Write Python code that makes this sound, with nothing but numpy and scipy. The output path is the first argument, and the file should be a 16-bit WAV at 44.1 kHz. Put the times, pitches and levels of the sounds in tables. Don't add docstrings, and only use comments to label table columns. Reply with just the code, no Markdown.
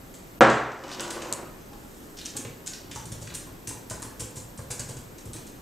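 import sys
import numpy as np
from scipy import signal
from scipy.fft import rfft, irfft, next_fast_len
from scipy.io import wavfile
from scipy.ndimage import uniform_filter1d, minimum_filter1d

SR = 44100
rng = np.random.default_rng(int(sys.argv[2]) if len(sys.argv) > 2 else 0)


def materialize(psi):
    bounded = np.clip(np.atleast_2d(psi).T, -1, 1)
    quanta = np.round(bounded * 32767).astype(np.int16)
    wavfile.write(sys.argv[1], SR, quanta)


def undo_db(level):
    steps = np.asarray(level, float) / 20
    return 10 ** steps


N = 247401

# start in seconds, level in dB.
MUG_CONTACTS = [
    (.4086, 2.5),
    (.4128, 3.5),
]
# frequency in Hz, level in dB, t60 in seconds.
DESK_MODES = [(62, -21, 0.75), (125.8, -8.5, 0.64), (228, -0.5, 0.39), (330.8, 7.5, 0.29),
              (545, 10.5, 0.24), (778.3, 4.5, 0.32), (484.5, 11.5, 0.16), (703, -1.5, 0.47),
              (1204, 6.5, 0.094), (1606, -6.5, 0.46)]
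# frequency in Hz, density in dB per Hz.
BLOW_COLOUR = [(25, -93), (60, -25), (120, -9.5), (350, -3), (700, -2.5), (1500, -4), (2500, -16.5),
               (3600, -22.5), (4600, -28), (8000, -33), (11000, -54), (15000, -88)]
# time in seconds, effort in dB.
DRAG_EFFORT = [(.68, -35.5), (.8, -44.5), (.9, -33.5), (1.02, -34), (1.15, -38), (1.3, -37), (1.44, -40),
               (1.55, -61), (1.66, -57)]
# frequency in Hz, density in dB per Hz.
RUB_COLOUR = [(47, -57), (80, -31), (190, -17), (354, -2.5), (437, -15.5), (549, -5.5), (679, -15.5),
              (948, -12), (3000, -28.5), (3900, -69), (6600, -120)]
# frequency in Hz, density in dB per Hz.
SCRAPE_COLOUR = [(1500, -28), (2800, 6), (5000, 11), (8000, 10), (11000, -37), (15000, -35)]
# frequency in Hz, width in Hz, level in dB.
SHELL_MODES = [(480, 97, 29), (858, 29, 33), (1014, 90, 28), (2120, 220, 4), (2630, 33, -20)]
# frequency in Hz, width in Hz, level in dB.
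THUD_MODES = [(64, 15, -8.5), (112.2, 15.3, 1.5), (139, 33, -3.5), (241.6, 5.6, -7)]
# frequency in Hz, density in dB per Hz.
KEYCAP_COLOUR = [(880, -32), (1500, 1), (2120, -4), (2940, -3.5), (3280, -6.5), (3620, -5.5), (4920, -8),
                 (7610, -4), (10100, -8.5), (16000, -27.5)]
# frequency in Hz, density in dB per Hz.
AIR_COLOUR = [(12, -35), (20, -0.5), (74, -6), (193, -3.5), (357, -5), (434, -9), (800, -16.5), (1370, -20),
              (2200, -25.5), (4500, -28), (7700, -27), (11800, -33.5), (14000, -27.5), (15800, -43)]
# frequency in Hz, width in Hz, rms level in dB.
WHINE_BANDS = [(7870, 60, -72), (12500, 150, -73), (13200, 170, -62.5)]
# frequency in Hz, t60 in seconds.
ROOM_T60 = [(100, 0.48), (500, 0.57), (2000, 0.62), (5000, 0.48), (9000, 0.39), (14000, 0.36)]
# frequency in Hz, side minus mid in dB.
SIDE_LEVEL = [(60, -26), (110, -21), (200, -16.5), (380, -12.5), (700, -6.5), (1290, -6.5), (2380, -6.5),
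              (4400, -13), (8120, -15), (15000, -19.5)]
# start in seconds, desk thud in dB, shell knock in dB re thud, knock pitch in Hz.
STROKES = [(1, -39.5, -1, 264), (1.329, -37, -2, 315), (1.429, -40, -4, 307), (1.729, -52, 6.5, 834),
           (2.352, -42, 8, 268), (2.371, -49, 5.5, 447), (2.449, -33, -2.5, 390), (2.665, -54, 1, 308),
           (2.896, -41, 0, 260), (2.958, -31, -5.5, 914), (3.066, -30.5, -16, 318),
           (3.122, -29, -16.5, 580), (3.219, -30.5, -15, 585), (3.319, -35, -7.5, 495),
           (3.467, -38, -1, 273), (3.679, -33, -4, 282), (3.705, -46.5, 1.5, 847),
           (3.909, -31.5, -0.5, 636), (4.023, -42.5, 1.5, 1125), (4.049, -43, 9, 267),
           (4.201, -31, -4, 300), (4.215, -41.5, 2.5, 445), (4.369, -32.5, -10, 514), (4.588, -30, -8, 547),
           (4.703, -32, -2, 497), (4.798, -28, -11, 570), (4.889, -33.5, -6.5, 486), (4.965, -33, -9, 290),
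           (5.259, -30.5, -20, 397), (5.349, -36, -2, 302)]
# start in seconds, peak in dB, pitch in Hz.
SNAPS = [(0.1395, -31, 7500), (0.151, -29, 7800), (0.8914, -24.5, 5620), (0.9961, -16, 5700),
         (1.0061, -12, 8400), (1.1042, -21, 6800), (1.3256, -2.5, 7650), (1.335, -11.5, 6660),
         (1.3378, -15, 8300), (2.1886, -24, 5800), (2.2578, -13, 5870), (2.3674, -12, 7650),
         (2.372, -12, 8140), (2.6764, -11, 7350), (3.125, -21, 8700), (3.349, -20, 7600),
         (3.6904, -15, 9000), (3.8981, -20, 8100), (4.021, -20, 8500), (4.0273, -17, 7140),
         (4.205, -20, 6000), (4.3755, -33, 8150), (4.7135, -15, 8050), (4.7945, -15, 7800),
         (4.8047, -15, 8000)]
# start in seconds, level in dB, pitch in Hz, length in seconds.
SQUEAKS = [
    (1.603, -56, 6280, 0.028),
    (1.704, -50, 825, 0.042),
]
# start in seconds, level in dB, dull clack in dB, pitch in Hz.
HANDLE_TAPS = [(0.1393, -30, -9.5, 7360), (0.15, -32, -23, 8000), (0.497, -12.5, -3, 7600),
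               (0.836, -28.5, -3.5, 6200), (0.8914, -37.5, 3.5, 5620), (0.9144, -17.5, -13, 4680),
               (0.95, -33, -12, 4770), (0.9951, -19, -4, 5930), (1.005, -17, -18.5, 8000),
               (1.105, -12.5, -11.5, 7160), (1.2182, -22.5, -6.5, 7600), (1.325, -15, -26, 7850),
               (1.729, -34.5, -22, 4260)]
# touch in seconds, touch in dB, bottoming in dB, cap pitch in Hz.
PRESSES = [(2.167, -31, -32, 5360), (2.3636, -21.5, -23.5, 8000), (2.6604, -27, -17, 6650),
           (2.9487, -31, -23.5, 6430), (3.1168, -23, -36, 6300), (3.214, -29, -30, 7000),
           (3.3382, -27, -20, 7960), (3.671, -20, -37, 8250), (3.8984, -20, -24.5, 7860),
           (4.02, -24.5, -25.5, 8800), (4.1951, -20.5, -18.5, 7670), (4.356, -30, -23, 7700),
           (4.5747, -30, -33.5, 8200), (4.703, -20.5, -17.5, 7800), (4.794, -17.5, -36, 6900),
           (4.8849, -28, -26.5, 7800)]
# start in seconds, level in dB, deck clack in dB, cap pitch in Hz.
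LIGHT_TAPS = [(2.1867, -26, -11, 5870), (2.21, -22.5, -12.5, 3980), (2.2500, -25.5, -28, 5800),
              (2.2589, -20, -14, 6070), (2.4474, -37.5, -3, 7240), (2.731, -22.5, -12.5, 5370),
              (2.9110, -24.5, -9.5, 7000), (3.053, -27.5, -21, 8000), (3.27, -32, -7, 7000),
              (3.299, -25, -12, 4200), (3.3662, -37, -32, 8600), (3.69, -22.5, -22, 8600),
              (3.9134, -30.5, -21, 7900), (4.3776, -28, -27, 7700), (4.9665, -29.5, -37, 7140),
              (5.1794, -30.5, -12.5, 7600), (5.2537, -32.5, -28, 8100), (5.3317, -25.5, -18.5, 7900),
              (5.36, -30.5, -11.5, 8100), (5.4662, -31, -14, 8100)]
# start in seconds, length in seconds, level in dB, pitch in Hz.
RUSTLES = [
    (0.902, 0.063, -40.5, 4950),
    (1.695, 0.58, -60, 7540),
    (2.164, 0.072, -49.5, 4440),
]
# start in seconds, level in dB.
WIRES = [(2.368, -24), (3.345, -19), (3.674, -23), (4.198, -24.5), (5.337, -26)]

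AIR_DB, TOP_HZ = -46.5, 15750
TRAVEL_S, TOUCH_CLACK_DB, BOTTOM_CLACK_DB = 0.0082, -37.5, -27
KEY_RISE_S, KEY_T60_S, RING_RISE_S, RING_T60_S = 0.0053, 0.041, 0.004, 0.025
WIRE_HZ, WIRE_CLACK_DB = 13600, -35
SCRAPE_DB, SCRAPE_PER_EFFORT = -46, 0.74
SCRAPE_END_S, SCRAPE_FADE_DB_PER_S = 1.3, 200
JUDDER_DB = 2
THUD_LEAD_S = 0.00613
HUSH_JUMP_DB, HUSH_LOW_HZ, HUSH_HIGH_HZ = 36, 800, 12400


def unit(x):
    return x / np.sqrt(np.mean(x ** 2) + 1e-20)


def along(points, hz):
    f, v = np.transpose(points)
    return np.interp(np.log(hz + 1), np.log(f + 1), v)


def filtered(x, response):
    n = x.shape[-1]
    m = next_fast_len(n + SR // 2)
    return irfft(rfft(x, m) * response(np.fft.rfftfreq(m, 1 / SR)), m)[..., :n]


def causal(x, colour):
    colour_db = np.maximum(along(colour, np.fft.rfftfreq(4096, 1 / SR)), -90)
    cepstrum = irfft(np.log(undo_db(colour_db)))
    cepstrum[1:2048] *= 2
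    cepstrum[2049:] = 0
    h = irfft(np.exp(rfft(cepstrum)))
    return signal.fftconvolve(x, h / np.linalg.norm(h))[:len(x)]


def body(modes):
    def response(f):
        return sum((-1) ** k * undo_db(db) * 1j * f * w / (c * c - f * f + 1j * f * w)
                   for k, (c, w, db) in enumerate(modes))
    return response


def stereo(pair, extra_db):
    side = filtered(pair[1], lambda hz: undo_db(along(SIDE_LEVEL, hz) + extra_db))
    return np.array([pair[0] + side, pair[0] - side])


def grit(rate_hz, spread_db):
    hits = rng.random(N) < rate_hz / SR
    return unit(hits * rng.standard_normal(N) * undo_db(spread_db * rng.exponential(size=N)))


def mug():
    t = np.arange(SR) / SR
    pushes, ring = np.zeros((len(MUG_CONTACTS), N + SR)), np.zeros(N + SR)
    for row, (s, db) in zip(pushes, MUG_CONTACTS):
        chatter = undo_db(-28.5 - 60 * t / 0.11) * rng.standard_normal(SR)
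        push = causal(chatter - 3 * signal.unit_impulse(SR), BLOW_COLOUR)
        row[round(s * SR):][:SR] = undo_db(db + 5.5) * push
    modes = sum(undo_db(db - 60 * t / t60) * np.sin(2 * np.pi * hz * t) for hz, db, t60 in DESK_MODES)
    beat = 1 - 0.31 * np.sin(2 * np.pi * 7.1 * t)
    rise = 1 - np.exp(-t / 0.014)
    ring[round(MUG_CONTACTS[0][0] * SR):][:SR] = undo_db(-5.0) * rise * beat * modes
    return pushes[:, :N], ring[:N]


def drag():
    t = np.arange(N) / SR
    effort_db = np.interp(t, *np.transpose(DRAG_EFFORT), -120, -120)
    fade_db = SCRAPE_FADE_DB_PER_S * np.maximum(t - SCRAPE_END_S, 0)
    scrape_db = SCRAPE_DB + SCRAPE_PER_EFFORT * (effort_db - effort_db.max() + 9) - fade_db
    grains = grit(1500, spread_db=0.5) + 0.65 * rng.standard_normal(N)
    rumble = unit(causal(grains, RUB_COLOUR))
    scrape = unit(causal(grit(5000, spread_db=3.0), SCRAPE_COLOUR))
    wander = uniform_filter1d(uniform_filter1d(rng.standard_normal(N), size=1500), size=1500)
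    judder_db = JUDDER_DB * unit(wander)
    return undo_db(effort_db + judder_db - 3.5) * rumble + undo_db(scrape_db - 10.5) * scrape


def contacts():
    key, ring = (KEY_RISE_S, KEY_T60_S), (RING_RISE_S, RING_T60_S)
    handle = [tuple(row) + ring for row in HANDLE_TAPS]
    light = [tuple(row) + key for row in LIGHT_TAPS]
    touches = [(s, db, TOUCH_CLACK_DB, hz) + key for s, db, _, hz in PRESSES]
    bottoms = [(s + TRAVEL_S, db, BOTTOM_CLACK_DB, hz) + key for s, _, db, hz in PRESSES]
    wires = [(s, db, WIRE_CLACK_DB, WIRE_HZ) + key for s, db in WIRES]
    return handle + light + touches + bottoms + wires


def keys():
    t = np.arange(3072) / SR
    caps, hits = np.zeros((2, N + SR)), contacts()
    noises = rng.standard_normal((len(hits), 3, len(t)))
    for (s, db, clack_db, hz, rise_s, t60_s), noise in zip(hits, noises):
        swell = (1 - np.exp(-t / rise_s)) * undo_db(db - 1.5 - 60 * t / t60_s)
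        lumps = undo_db(4.1 * unit(uniform_filter1d(noise[2], size=40)) - 1.0)
        cap = body([(hz, 0.5 * hz, 0)])
        deck = body([(2810, 3600, clack_db + 10)])
        rattle = filtered(swell * lumps * noise[:2], lambda f: 0.25 + cap(f) - deck(f))
        caps[:, round(s * SR):][:, :len(t)] += rattle
    return np.array([causal(row, KEYCAP_COLOUR)[:N] for row in caps])


def snaps():
    out, t = np.zeros(N + SR), np.arange(256) / SR
    for (s, db, hz), turn in zip(SNAPS, rng.random((len(SNAPS), 2))):
        tones = np.sin(2 * np.pi * hz * t)
        tones += 0.15 * np.sin(2 * np.pi * (1.44 * hz * t + turn[0]))
        tones += 0.3 * np.sin(2 * np.pi * (0.573 * hz * t + turn[1]))
        tones += 0.074 * np.sin(2 * np.pi * 1.58 * hz * t)
        envelope = undo_db(db - 2.0 - 60 * t / 0.0029) * (1 - np.exp(-t / 0.00009))
        out[round((s + 0.0006) * SR):][:len(t)] += envelope * tones
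    return out[:N]


def strokes():
    knocks, thuds = np.zeros((2, N + SR))
    t = np.arange(4096) / SR
    for (s, db, knock_db, hz), noise in zip(STROKES, rng.standard_normal((len(STROKES), len(t)))):
        level_db = db + knock_db
        puff = (1 - np.exp(-t / 0.0068)) * undo_db(level_db + 21 - 60 * t / 0.026) * noise
        ring = 0.32 * (1 - np.exp(-t / 0.0021)) * undo_db(level_db + 12.5 - 60 * t / 0.052)
        ring = ring * np.sin(2 * np.pi * hz * t)
        spot, shell = body([(hz, 0.45 * hz, 4)]), body(SHELL_MODES)
        share = 0.12 * min(hz / 800, 1)
        knocks[round(s * SR):][:len(t)] += ring + filtered(puff, lambda f: spot(f) + share * shell(f))
        thuds[round((s - THUD_LEAD_S) * SR):][:132] += undo_db(db + 9) * np.hanning(132)
    return knocks[:N] + undo_db(4.5) * filtered(thuds, body(THUD_MODES))[:N]


def squeaks():
    t, out = np.arange(N) / SR, np.zeros(N)
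    for s, db, hz, length_s in SQUEAKS:
        swell = np.sin(np.pi * np.clip((t - s) / length_s, 0, 1)) ** 2
        out += undo_db(db) * swell * np.sin(2 * np.pi * hz * t)
    return out


def sleeve():
    t, out = np.arange(N) / SR, np.zeros(N)
    for s, length_s, db, hz in RUSTLES:
        swell = np.sin(np.pi * np.clip((t - s) / length_s, 0, 1))
        cloth = body([(hz, 0.6 * hz, 0)])
        out += undo_db(db) * swell * unit(filtered(grit(6000, spread_db=-8.0), lambda f: cloth(f) ** 2))
    return out


def room(x, wet_db, extra_db):
    out, step, size = np.zeros((2, N + 2 * SR)), SR // 3, 3 * SR // 4
    for at in range(0, N, step):
        hz, t, z = signal.stft(rng.standard_normal((2, size)), SR, nperseg=256)
        decay = undo_db(-60 * t / along(ROOM_T60, hz)[:, None])
        tail = signal.istft(z * decay, SR, nperseg=256)[1]
        tail *= 1 - np.exp(-np.arange(tail.shape[1]) / (0.0045 * SR))
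        wet = signal.fftconvolve(x[None, at:at + step], tail / np.linalg.norm(tail[0]), axes=1)
        out[:, at:at + wet.shape[1]] += wet
    return undo_db(wet_db) * stereo(out[:, :N], extra_db)


def air():
    z = signal.stft(rng.standard_normal((2, N)), nperseg=1024)[2]
    patches = uniform_filter1d(rng.standard_normal(z.shape[1:]), size=6, axis=0)
    patches = uniform_filter1d(patches, size=8, axis=1)
    pair = signal.istft(z * undo_db(0.62 * unit(patches)), nperseg=1024)[1][:, :N]
    rush = filtered(pair, lambda hz: undo_db(along(AIR_COLOUR, hz)))
    whine = np.zeros(N)
    for c, w, db in WHINE_BANDS:
        band = filtered(rng.standard_normal(N), lambda f: np.exp(-((f - c) / w) ** 2))
        whine += undo_db(db) * unit(band)
    return stereo(undo_db(AIR_DB) * rush / np.std(rush[0]), extra_db=7) + whine


def scene():
    (pushes, ring), slide, typing, clicks, fingers = mug(), drag(), keys(), snaps(), strokes()
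    tones = squeaks()
    small = undo_db(-4.5) * slide + typing[0] + undo_db(-13) * clicks + undo_db(-0.5) * fingers + tones
    walls = sum(room(push, wet_db=10.5, extra_db=-8.0) for push in pushes)
    walls = walls + room(small, wet_db=1.0, extra_db=-2.5)
    direct = pushes.sum(axis=0) + ring + slide + stereo(typing, extra_db=-3.0) + clicks + fingers + tones
    return direct + sleeve() + walls + air()


def hush(x):
    now_db = 10 * np.log10(np.abs(uniform_filter1d(np.mean(x ** 2, axis=0), size=128)) + 1e-12)
    ahead_db = -minimum_filter1d(-now_db, size=700, origin=-350)
    share = uniform_filter1d(1.0 * (ahead_db - now_db > HUSH_JUMP_DB), size=48)

    def edge(hz, kind):
        return signal.sosfilt(signal.butter(6, hz, kind, fs=SR, output="sos"), x)
    return (1 - share) * x + share * (edge(HUSH_LOW_HZ, "low") + edge(HUSH_HIGH_HZ, "high"))


def roll_off(x):
    return signal.sosfilt(signal.butter(12, 16680, fs=SR, output="sos"), x)


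def record(dry):
    keep = np.exp(-1 / (0.048 * SR))
    power = signal.lfilter([1 - keep], [1, -keep], np.mean(dry ** 2, axis=0))
    level_db = 10 * np.log10(power + 1e-12)
    creep_db = 21 * np.arange(N) / SR
    duck_db = np.maximum.accumulate(0.63 * np.maximum(level_db + 21.5, 0) + creep_db) - creep_db
    gain = undo_db(-uniform_filter1d(duck_db, size=400, origin=-100))
    x = hush(dry) * gain
    x = x / (1 + np.abs(x) ** 6) ** (1 / 6)
    x = filtered(x, lambda hz: hz < TOP_HZ)
    return roll_off(x)


dry = scene()
out = record(dry)
materialize(out)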